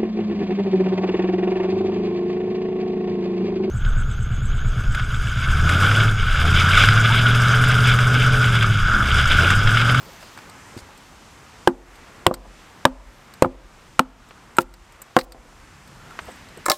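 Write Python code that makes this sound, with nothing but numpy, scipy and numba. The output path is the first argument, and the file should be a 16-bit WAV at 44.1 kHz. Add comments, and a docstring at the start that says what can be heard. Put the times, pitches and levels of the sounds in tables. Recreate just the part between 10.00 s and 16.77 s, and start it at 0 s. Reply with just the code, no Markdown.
"""A bare winter wood: soft air and far road hiss, as swelling noise bands, lie under everything. First splinters
tick as noise snaps, boots and tools thud and cloth rubs as modulated grains. Then a wooden mallet drives a
hatchet into a log seven times: cracks, damped modes and late soil waves, with a few rebounds. Last the hatchet
is wrenched free in a clatter of steel, handle and split wood. The trunks scatter echoes throughout; a recorder
with close-set microphones clips the blows and its gain control ducks the hiss after each."""
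import sys
import numpy as np
from scipy import signal
from scipy.fft import rfft, irfft, next_fast_len
from scipy.io import wavfile
from scipy.ndimage import uniform_filter1d, minimum_filter1d
from numba import njit

SR = 44100
rng = np.random.default_rng(int(sys.argv[2]) if len(sys.argv) > 2 else 0)


def wrap_up_sound(samples):
    """Save the sound to the file named by the first command line argument, as 16-bit audio."""
    columns = np.atleast_2d(samples).T
    # keep every value between -1 and 1, then stretch to whole-number steps
    tamed = np.clip(columns, -1, 1)
    steps = np.round(tamed * 32767).astype(np.int16)
    wavfile.write(sys.argv[1], SR, steps)


N = 298557
OPPOSITE = np.array([[1], [-1]])  # side signal: opposite sign left and right


def amp(db):
    """Level law: 20 dB is a factor of ten in amplitude."""
    return 10 ** (np.asarray(db) / 20)


def unit(x):
    """Normalisation to an rms of 1."""
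    return x / np.sqrt(np.mean(x ** 2))


def on_log_hz(table, hz):
    """Spectral interpolation: values run straight between table points on a log-frequency axis."""
    f, v = np.transpose(table)
    return np.interp(np.log(np.maximum(hz, 1)), np.log(f), v)


def band(x, hz, octaves):
    """Band-pass filtering about a geometric centre."""
    edges = np.clip(hz * 2. ** np.array([-octaves / 2, octaves / 2]), 10, .47 * SR)
    return signal.sosfilt(signal.butter(2, edges, "bandpass", fs=SR, output="sos"), x)


def fade(t60, seconds, rise=0.000053):
    """Exponential damping: a quick rise, then a fall of 60 dB in t60 seconds."""
    t = np.arange(int(seconds * SR)) / SR
    attack = 1 - np.exp(-t / max(rise, 1e-5))
    return attack * np.exp(-np.log(1000) * t / max(t60, .002))


def ring(modes, scatter_db, spread, seconds=.3):
    """Modal synthesis: damped modes beat with weaker neighbours; each strike scatters level and pitch anew."""
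    t = np.arange(int(seconds * SR)) / SR
    out = 0
    for (hz, db, t60), (a, b, c, d) in zip(modes, rng.standard_normal((len(modes), 4))):
        phase = 2 * np.pi * hz * t
        main = np.sin(phase * (1 + spread * b / 2))
        neighbour = amp(-6) * np.sign(d) * np.sin(phase * (1 + 2 * spread * c))
        level = amp(db + scatter_db * a) * np.sign(a * d)
        out = out + level * (main + neighbour) * fade(t60, seconds, 0.0011)
    return out


def dense(bands):
    """High modal density: modes too close to tell apart act as noise bands, each with its own decay."""
    return sum(amp(db) * unit(band(rng.standard_normal(SR // 4), hz, 1.0)) * fade(t60, .25, 0.00036)
               for hz, db, t60 in bands)


def burst(envelope, colour):
    """Spectral shaping: noise coloured by an (Hz, dB) table, rms 1 before the envelope is applied."""
    noise = rfft(rng.standard_normal(4096))
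    shape = amp(on_log_hz(colour, np.fft.rfftfreq(4096, 1 / SR)))
    return unit(irfft(noise * shape))[:len(envelope)] * envelope


def add(out, s, x):
    """Superposition: adds a sound at s seconds."""
    i = int(s * SR)
    out[i:i + len(x)] += x[:N - i]


def walk(rate):
    """Slow random modulation: levels held 1 / rate seconds and smoothed twice, spread near 1."""
    k = int(SR / rate)
    steps = np.repeat(rng.standard_normal(N // k + 1), k)
    return 1.3 * uniform_filter1d(uniform_filter1d(steps, k), k)[:N]


# Colour of the air noise. Each row: frequency in Hz, relative level per Hz in dB.
AIR_COLOUR = [(15, -56), (25, 1), (161, -1.5), (217, -1), (256, -3), (394, -6), (659, -7.5), (775, -5),
              (1130, -4.5), (2000, -9), (3080, -13.5), (7710, -25.5), (10400, -34), (14000, -37.5),
              (16000, -52)]
# Stereo width of the air. Each row: frequency in Hz, side level against mid in dB.
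AIR_WIDTH = [(60, -29.5), (110, -33), (200, -30), (380, -24), (700, -25.5), (1290, -31.5), (2380, -23),
             (4400, -17), (8120, -13.5), (15000, -3)]
# Swelling of the air. Each row: time in seconds, wind gain under 200 Hz in dB, hiss gain in dB.
AIR_SWELL = [(0, -3, -0.5), (.75, -3.5, -1.5), (1.1, -3.5, -4), (2.4, -1, -3), (3.6, -6, -6),
             (4.3, -0.7, -6), (4.9, -4.5, -7.5), (5.5, -4.5, -5.5), (5.8, -3, -6.5), (6, 2.5, -4),
             (6.22, -5, 0.8), (6.5, 0.5, -2.5), (6.77, 0, -4)]
AIR_DB = -43.5  # mid level before the swells
RUSTLE_DB, RUSTLE_SLOPE = 6, 0.93  # leaf rustle over 6 kHz follows the hiss (dB, dB per dB)


def air():
    """Band-wise modulation: octave bands of noise swell by region and flicker alone; the treble is widest."""
    s, *swell = np.transpose(AIR_SWELL)
    wind, hiss = (np.interp(np.arange(N) / SR, s, c) for c in swell)
    rustle = RUSTLE_DB + RUSTLE_SLOPE * hiss
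    size = next_fast_len(N)
    f = np.fft.rfftfreq(size, 1 / SR)
    mid, side = (rfft(rng.standard_normal(size)) * amp(on_log_hz(AIR_COLOUR, f)) for _ in range(2))
    side = side * amp(on_log_hz(AIR_WIDTH, f))
    scale, out = amp(AIR_DB) / np.std(irfft(mid, size)), 0
    for k in range(10):
        centre = 32 * 2. ** k
        # triangular, overlapping octave bands
        share = np.clip(1 - np.abs(np.log2(np.maximum(f, 1) / centre)), 0, 1)
        if centre < 200:
            region_db = wind + 2.5 * walk(4)
        else:
            region_db = hiss if centre < 6000 else rustle
        db = region_db + 1.2 * walk(9)
        stereo = irfft(mid * share, size)[:N] + irfft(side * share, size)[:N] * OPPOSITE
        out = out + amp(db) * stereo
    return scale * out


# Echo of the trunks. Each row: band centre in Hz, decay t60 in seconds, level in dB.
TRUNK_ECHO = [(128.5, 0.63, -23.5), (319.5, 0.27, -45.5), (1000, .11, -44), (3000, .12, -48),
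              (8000, .12, -48)]


def trees(x):
    """Diffuse scattering: convolution with decaying noise, unlike in mid and side; the bass lasts longest."""
    length = SR // 2
    echo = [sum(amp(db) * unit(band(rng.standard_normal(length), hz, 5.0))
                * fade(t60, .5, 0.004) / np.sqrt(t60 * SR)
                for hz, t60, db in TRUNK_ECHO) for _ in range(2)]
    mid, side = (signal.fftconvolve(x, e)[:N] for e in echo)
    return mid + amp(-36) * side * OPPOSITE


# Cloth, leather, bark and splintering, and a last bright hiss as the clatter dies away. Each row: start in
# seconds, end in seconds, resonance in Hz, width in octaves, level in dB before the swell.
RUBS = [(-.2, 0.46, 4670, 0.18, -56.5), (0, 0.402, 6300, 0.13, -62), (-.3, 0.555, 14000, 0.18, -60),
        (0, 0.48, 1520, 4.9, -55), (.06, 0.11, 500, 0.42, -47.5), (.765, .83, 6000, 1.2, -50),
        (4.584, 4.643, 9000, 3.3, -36.5), (5.161, 5.255, 6000, 3.1, -37.5),
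        (4.174, 4.554, 1296, 0.27, -54.5), (5.965, 6.262, 1380, 0.16, -50),
        (6.187, 6.405, 8200, 0.2, -56.5), (6.196, 6.406, 12600, .4, -62), (6.255, 6.33, 775, 3.5, -45.5),
        (6.669, 6.846, 8000, 0.9, -40)]
RUB_SKEW = 0.5  # under 1: a rub swells faster than it fades


def rubbing():
    """Granular noise: dense uneven grains excite a resonance, swelling and fading raggedly."""
    out = np.zeros(N)
    for start, end, hz, octaves, db in RUBS:
        t = np.arange(max(start, 0) * SR, end * SR) / SR
        grains = rng.standard_normal(N) * amp(3 * rng.exponential(size=N) + 4 * walk(40) + 3 * walk(300))
        swell = np.sin(np.pi * np.clip((t - start) / (end - start), 0, 1) ** RUB_SKEW)
        add(out, max(start, 0), amp(db) * unit(band(grains[:len(t)], hz, octaves)) * swell)
    return out


# Boots and tools set down. Each row: start in seconds, level in dB, body pitch in Hz.
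THUDS = [(.085, -54, 206), (.227, -53, 282), (.375, -40, 111), (.736, -43, 157), (0.764, -25.5, 105),
         (0.822, -31, 70), (0.875, -37, 70), (.888, -46.5, 278), (2.447, -44, 295), (5.345, -41.5, 254),
         (6.213, -32, 70), (6.244, -37, 70), (6.272, -32, 70), (6.283, -35.5, 204), (6.572, -34.5, 153)]
THUD_T60_S, KNOCK_RATIO = 0.09, 2.55  # body decay; knock centre over body pitch
KNOCK_DB, KNOCK_DB_PER_OCTAVE = -8, 10  # small things knock harder; octaves over 100 Hz


def boots():
    """Damped impact: one low swing of the body under a short, rough noise knock."""
    out, t = np.zeros(N), np.arange(SR // 5) / SR
    for s, db, hz in THUDS:
        body = np.sin(2 * np.pi * hz * t) * fade(THUD_T60_S, .2, 0.004)
        knock = unit(band(rng.standard_normal(len(t)), KNOCK_RATIO * hz, 1.0)) * fade(0.1, .2, 0.00097)
        knock_db = KNOCK_DB + KNOCK_DB_PER_OCTAVE * np.log2(hz / 100)
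        add(out, s, amp(db) * (body + amp(knock_db) * knock))
    return out


# Splinters and twigs. Each row: start in seconds, relative body level in dB, relative snap level in dB,
# extra brightness in dB.
TICKS = [(0.375, -39, -53, 5), (.2265, -38.5, -60, 0), (.388, -36, -56, -1), (0.4964, -52, -47.5, 0),
         (0.7757, -44, -48, -1), (0.788, -41.5, -45, -7), (.9764, -76, -58, 10.5), (1.956, -57, -55, 4.5),
         (2.34, -30, -30, 4), (3.3375, -51, -48, 2.5), (4.288, -59, -65, 11), (4.3085, -40.5, -64, -12),
         (4.568, -39, -53.5, 17.5), (4.6062, -31, -40.5, 6), (4.6253, -40, -62, 8), (4.739, -44, -44.5, -2),
         (4.9224, -53, -64.5, 13), (5.018, -48, -55, 20.5), (5.1876, -16.5, -21.5, -3.5),
         (5.202, -47, -36, -11), (5.211, -30, -34.5, -5), (5.321, -44, -38.5, -1), (5.8754, -53, -57.5, 6),
         (6.1075, -50, -55, -2), (6.19, -26, -49, -24), (6.4867, -53, -50, -3), (6.5734, -48, -64, 16.5)]
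TICK_T60_S, BRIGHT_DB, AIRY_DB = 0.031, 1.5, -4  # decay; the two treble bands against the snap


def splinters():
    """Brittle fracture: a sudden release heard as a noise snap in four bands, some fuller, some brighter."""
    out = np.zeros(N)
    for s, body_db, db, extra_db in TICKS:
        bands = [(1000, 2.16, body_db + 4.5), (4430, 0.39, db + 5),
                 (8150, 0.26, db + extra_db + BRIGHT_DB), (13200, 0.17, db + extra_db + AIRY_DB)]
        snap = sum(amp(level_db) * unit(band(rng.standard_normal(SR // 12), hz, octaves))
                   for hz, octaves, level_db in bands)
        add(out, s, snap * fade(TICK_T60_S, 1 / 12))
    return out


# Knocks as the hatchet comes free. Each row: start in seconds, relative steel level in dB, grit centre in Hz,
# handle level in dB, split wood level in dB.
CLATTER = [(6.6575, -20, 8260, -27, -39), (6.6617, -11, 8000, -12, -22.5), (6.6829, -16, 8210, -8.5, -12.5),
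           (6.6986, 0.5, 5400, -11.5, -27), (6.703, -21, 7140, -10, -10), (6.7058, -9, 7310, -22, -7),
           (6.7165, 0.5, 3950, -6.5, -23)]
# Modes of the steel head, the handle and the split wood. Each row: frequency in Hz, relative level in dB,
# decay t60 in seconds.
STEEL_MODES = [(3950, -14, .035), (4500, -13, .022), (5400, -11, .018), (7500, -14, .03), (8500, -13, .018),
               (11500, -21, .012), (13500, -21, .012)]
HANDLE_MODES = [(1083, -6.5, 0.07), (1260, 6, 0.011), (950, -12, 0.021), (1725, -16, 0.071),
                (2150, -8, 0.028)]
SPLIT_MODES = [(348, -8, 0.087), (466, -2.5, 0.018), (589, -4.5, 0.092), (766, -12.5, 0.1)]
# Wood modes too dense to tell apart, also played by the mallet. Each row: band centre in Hz,
# relative level in dB, decay t60 in seconds.
WOOD_BANDS = [(180, -6, .085), (315, -10, .085), (604, -5, .075), (930, -3, .08), (1400, -5, .045),
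              (2600, -8, .018)]
STEEL_DB_PER_OCTAVE = -8  # steel modes away from the grit centre
GRIT_DB, SPLIT_DENSE_DB = -1.5, -11  # grit against the steel, dense against clear modes of the split wood


def hatchet():
    """Selective modal excitation: each knock favours steel modes near one pitch, with handle, wood and grit."""
    out = np.zeros(N)
    for s, steel_db, hz, handle_db, split_db in CLATTER:
        colour = [(400, -20), (1500, -16), (0.63 * hz, -13), (hz, -2), (1.2 * hz, -11), (15000, -15)]
        grit_envelope = fade(0.009, .09, 0.0003) + amp(-24) * fade(.15, .09)
        add(out, s, amp(steel_db + GRIT_DB) * burst(grit_envelope, colour))
        steel = [(f, db + STEEL_DB_PER_OCTAVE * abs(np.log2(f / hz)), t60) for f, db, t60 in STEEL_MODES]
        head = amp(steel_db + 3) * ring(steel, 2.5, .02)
        add(out, s, head + amp(handle_db) * ring(HANDLE_MODES, 1.5, .015))
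        add(out, s, amp(split_db) * ring(SPLIT_MODES, 1.6, 0.044))
        add(out, s, amp(split_db + SPLIT_DENSE_DB) * dense(WOOD_BANDS[2:]))
    return out


# Late waves in the soil. Each row: delay in seconds, frequency in Hz, relative level in dB,
# half length in seconds (fall to 1/e).
SOIL_WAVES = [(0.069, 39, 3, 0.018), (0.138, 46.6, -1, 0.041), (.23, 45, -3.5, .022),
              (0.33, 35.6, -16, 0.035)]


def ground():
    """Slow wave propagation in soil: a few low Gaussian packets arrive late, alike after every blow."""
    t = np.arange(SR // 2) / SR
    return sum(amp(db) * np.sin(2 * np.pi * hz * (t - s)) * np.exp(-((t - s) / half) ** 2)
               for s, hz, db, half in SOIL_WAVES)


# Mallet blows and rebounds. Each row: start in seconds, strength in dB, crack level in dB, mallet reference
# pitch in Hz, mallet decay t60 in seconds, place along the log from 0 to 1, low log modes in dB,
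# upper log modes in dB, jolt in dB.
BLOWS = [(1.6741, -5, -6.5, 898, 0.0096, 0.32, -8.5, -13.5, -33),
         (2.265, -7.5, 4, 1100, 0.012, 0.1, -9.5, -8.5, -13),
         (2.311, -15, -42, 630, 0.014, .22, -20, -19, -42.5),
         (2.8523, -4, 0.5, 940, 0.011, 0.59, -13.5, -15.5, -14),
         (3.4223, -7, 0.5, 535, 0.011, 0.2, -16, -25, -20),
         (3.4413, -21.5, -45, 580, 0.026, 1, -20, -26, -38),
         (3.446, -12.5, -27, 1304, 0.016, 0.2, -17.5, -26, -32),
         (3.4566, -21, -32, 1056, 0.025, 0.18, -24, -22.5, -23),
         (3.9928, -7.5, 0.5, 1368, 0.017, 0.48, -18.5, -1, -36),
         (4.5843, -9.5, -4.5, 1400, 0.029, 0.17, -14, -22, -23.5),
         (5.1654, -3, -8, 830, 0.0074, 0.07, -7, -4, -30)]
# Partials of the mallet. Each row: share of the reference pitch, relative level in dB.
MALLET_PARTIALS = [(0.97, 15.5), (1.77, 13.5), (0.669, 8)]
# Modes of the log, and of its jolt on the soil. 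Each row: frequency in Hz, relative level in dB,
# decay t60 in seconds.
LOG_MODES = [(260, 2, .15), (348, 1, .11), (520, 2, .105), (750, -5, .045), (1050, -8, .04),
             (1330, -10, .035)]
JOLT_MODES = [(103.7, 6, 0.062), (166, 6.5, 0.055), (196, 7.5, 0.037)]
# Colour of the crack. Each row: frequency in Hz, relative level per Hz in dB.
CRACK_COLOUR = [(880, -1.5), (1500, 1), (2100, -4.5), (2800, -2), (6240, -19), (8660, -9), (10100, -30.5),
                (13100, -13.5), (16000, -65)]
MALLET_DB, WOOD_DB = 3, -3  # against the strength
TAIL_DB = -24  # crack tail against the mean of strength and crack level
SOIL_DB, SOIL_PER_JOLT = -25.5, 0.29  # soil waves grow with half the strength and slowly with the jolt (dB per dB)
CONTACT_S, SOFTENING = .0004, 0.43  # push of a 0 dB blow; weaker ones push longer (dB per dB)
CRACK_LATE_S = 0.00072  # fibres give way late
LOW_CUT_HZ = 105  # low cut of the struck wood, keeps its knock free of rumble


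def mallet():
    """Impact excitation: a contact pulse smooths the mallet and log modes; a crack and soil waves join it."""
    out, t = np.zeros(N), np.arange(SR // 4) / SR
    for s, db, crack_db, hz, t60, place, log_db, upper_db, jolt_db in BLOWS:
        tail = amp((db + crack_db) / 2 + TAIL_DB) * fade(0.091, .07)
        crack_envelope = amp(crack_db) * fade(0.0096, .07, 0.00013) + tail
        add(out, s + CRACK_LATE_S, burst(crack_envelope, CRACK_COLOUR))
        partials = sum(amp(part_db) * np.sin(2 * np.pi * share * hz * t) for share, part_db in MALLET_PARTIALS)
        knock = -partials * fade(t60, 1 / 4, 0.00054)
        # a blow on a node of one of the three low modes leaves it nearly silent
        mode_shape = np.abs(np.sin(np.pi * place * np.arange(1, 4)))
        low_db = log_db + 20 * np.log10(mode_shape + .03)
        blow_levels = [*low_db] + [upper_db] * len(LOG_MODES)
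        struck = [(f, mode_db + blow_db, decay)
                  for (f, mode_db, decay), blow_db in zip(LOG_MODES, blow_levels)]
        log = ring(struck, 1.5, .02, .25) + amp(jolt_db) * ring(JOLT_MODES, 1.5, .06, .25)
        push = np.hanning(int(CONTACT_S * amp(-SOFTENING * db) * SR) + 3)
        body = amp(db + MALLET_DB) * knock[:len(log)] + log + amp(db + WOOD_DB) * dense(WOOD_BANDS)
        body = signal.sosfilt(signal.butter(2, LOW_CUT_HZ, "highpass", fs=SR, output="sos"), body)
        add(out, s, np.convolve(body, push / push.sum()))
        add(out, s, amp(SOIL_DB + db / 2 + SOIL_PER_JOLT * jolt_db) * ground())
    return out


def scene():
    """Superposition: near sources with a slight stereo difference, their echo, and the air."""
    near = mallet() + splinters() + boots() + hatchet() + rubbing()
    # the two microphones hear near sounds a little apart, the treble most
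    late = amp(-51.5) * np.roll(near, 30)
    treble = amp(-27.5) * band(np.roll(near, 3), 11000., 2.0)
    return near + (late + treble) * OPPOSITE + trees(near) + air()


@njit
def follow(x, attack, release):
    """Envelope following: one-pole smoothing with separate rates for rise and fall."""
    out, e = np.empty(len(x)), 0.
    for i in range(len(x)):
        e += (x[i] - e) * (attack if x[i] > e else release)
        out[i] = e
    return out


KNEE_DB, SQUEEZE = -20, .62  # gain control: knee level, exponent of the reduction
SENSE_S, REACT_S, HOLD_S, RELEASE_S = 0.014, 0.0066, .1, .07
CLIP, TOP_HZ = 1, 16200  # full scale; upper cutoff


def record(dry):
    """Dynamic compression: gain reacts a few ms late, so blows clip first; it holds, recovers; the top is cut."""
    loud = follow(np.abs(dry).max(axis=0), 1 / (SENSE_S * SR), 1 / (SENSE_S * SR))
    hold = int(HOLD_S * SR)
    held = -minimum_filter1d(-loud, hold, origin=(hold - 1) // 2)  # running maximum
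    gain = (1 + follow(held, 1., 1 / (RELEASE_S * SR)) / amp(KNEE_DB)) ** -SQUEEZE
    gain = signal.lfilter([1 / (REACT_S * SR)], [1, 1 / (REACT_S * SR) - 1], gain - 1) + 1
    clipped = np.clip(dry * gain, -CLIP, CLIP)
    return signal.sosfilt(signal.ellip(10, .2, 90, TOP_HZ, fs=SR, output="sos"), clipped)


dry = scene()
out = record(dry)
wrap_up_sound(out)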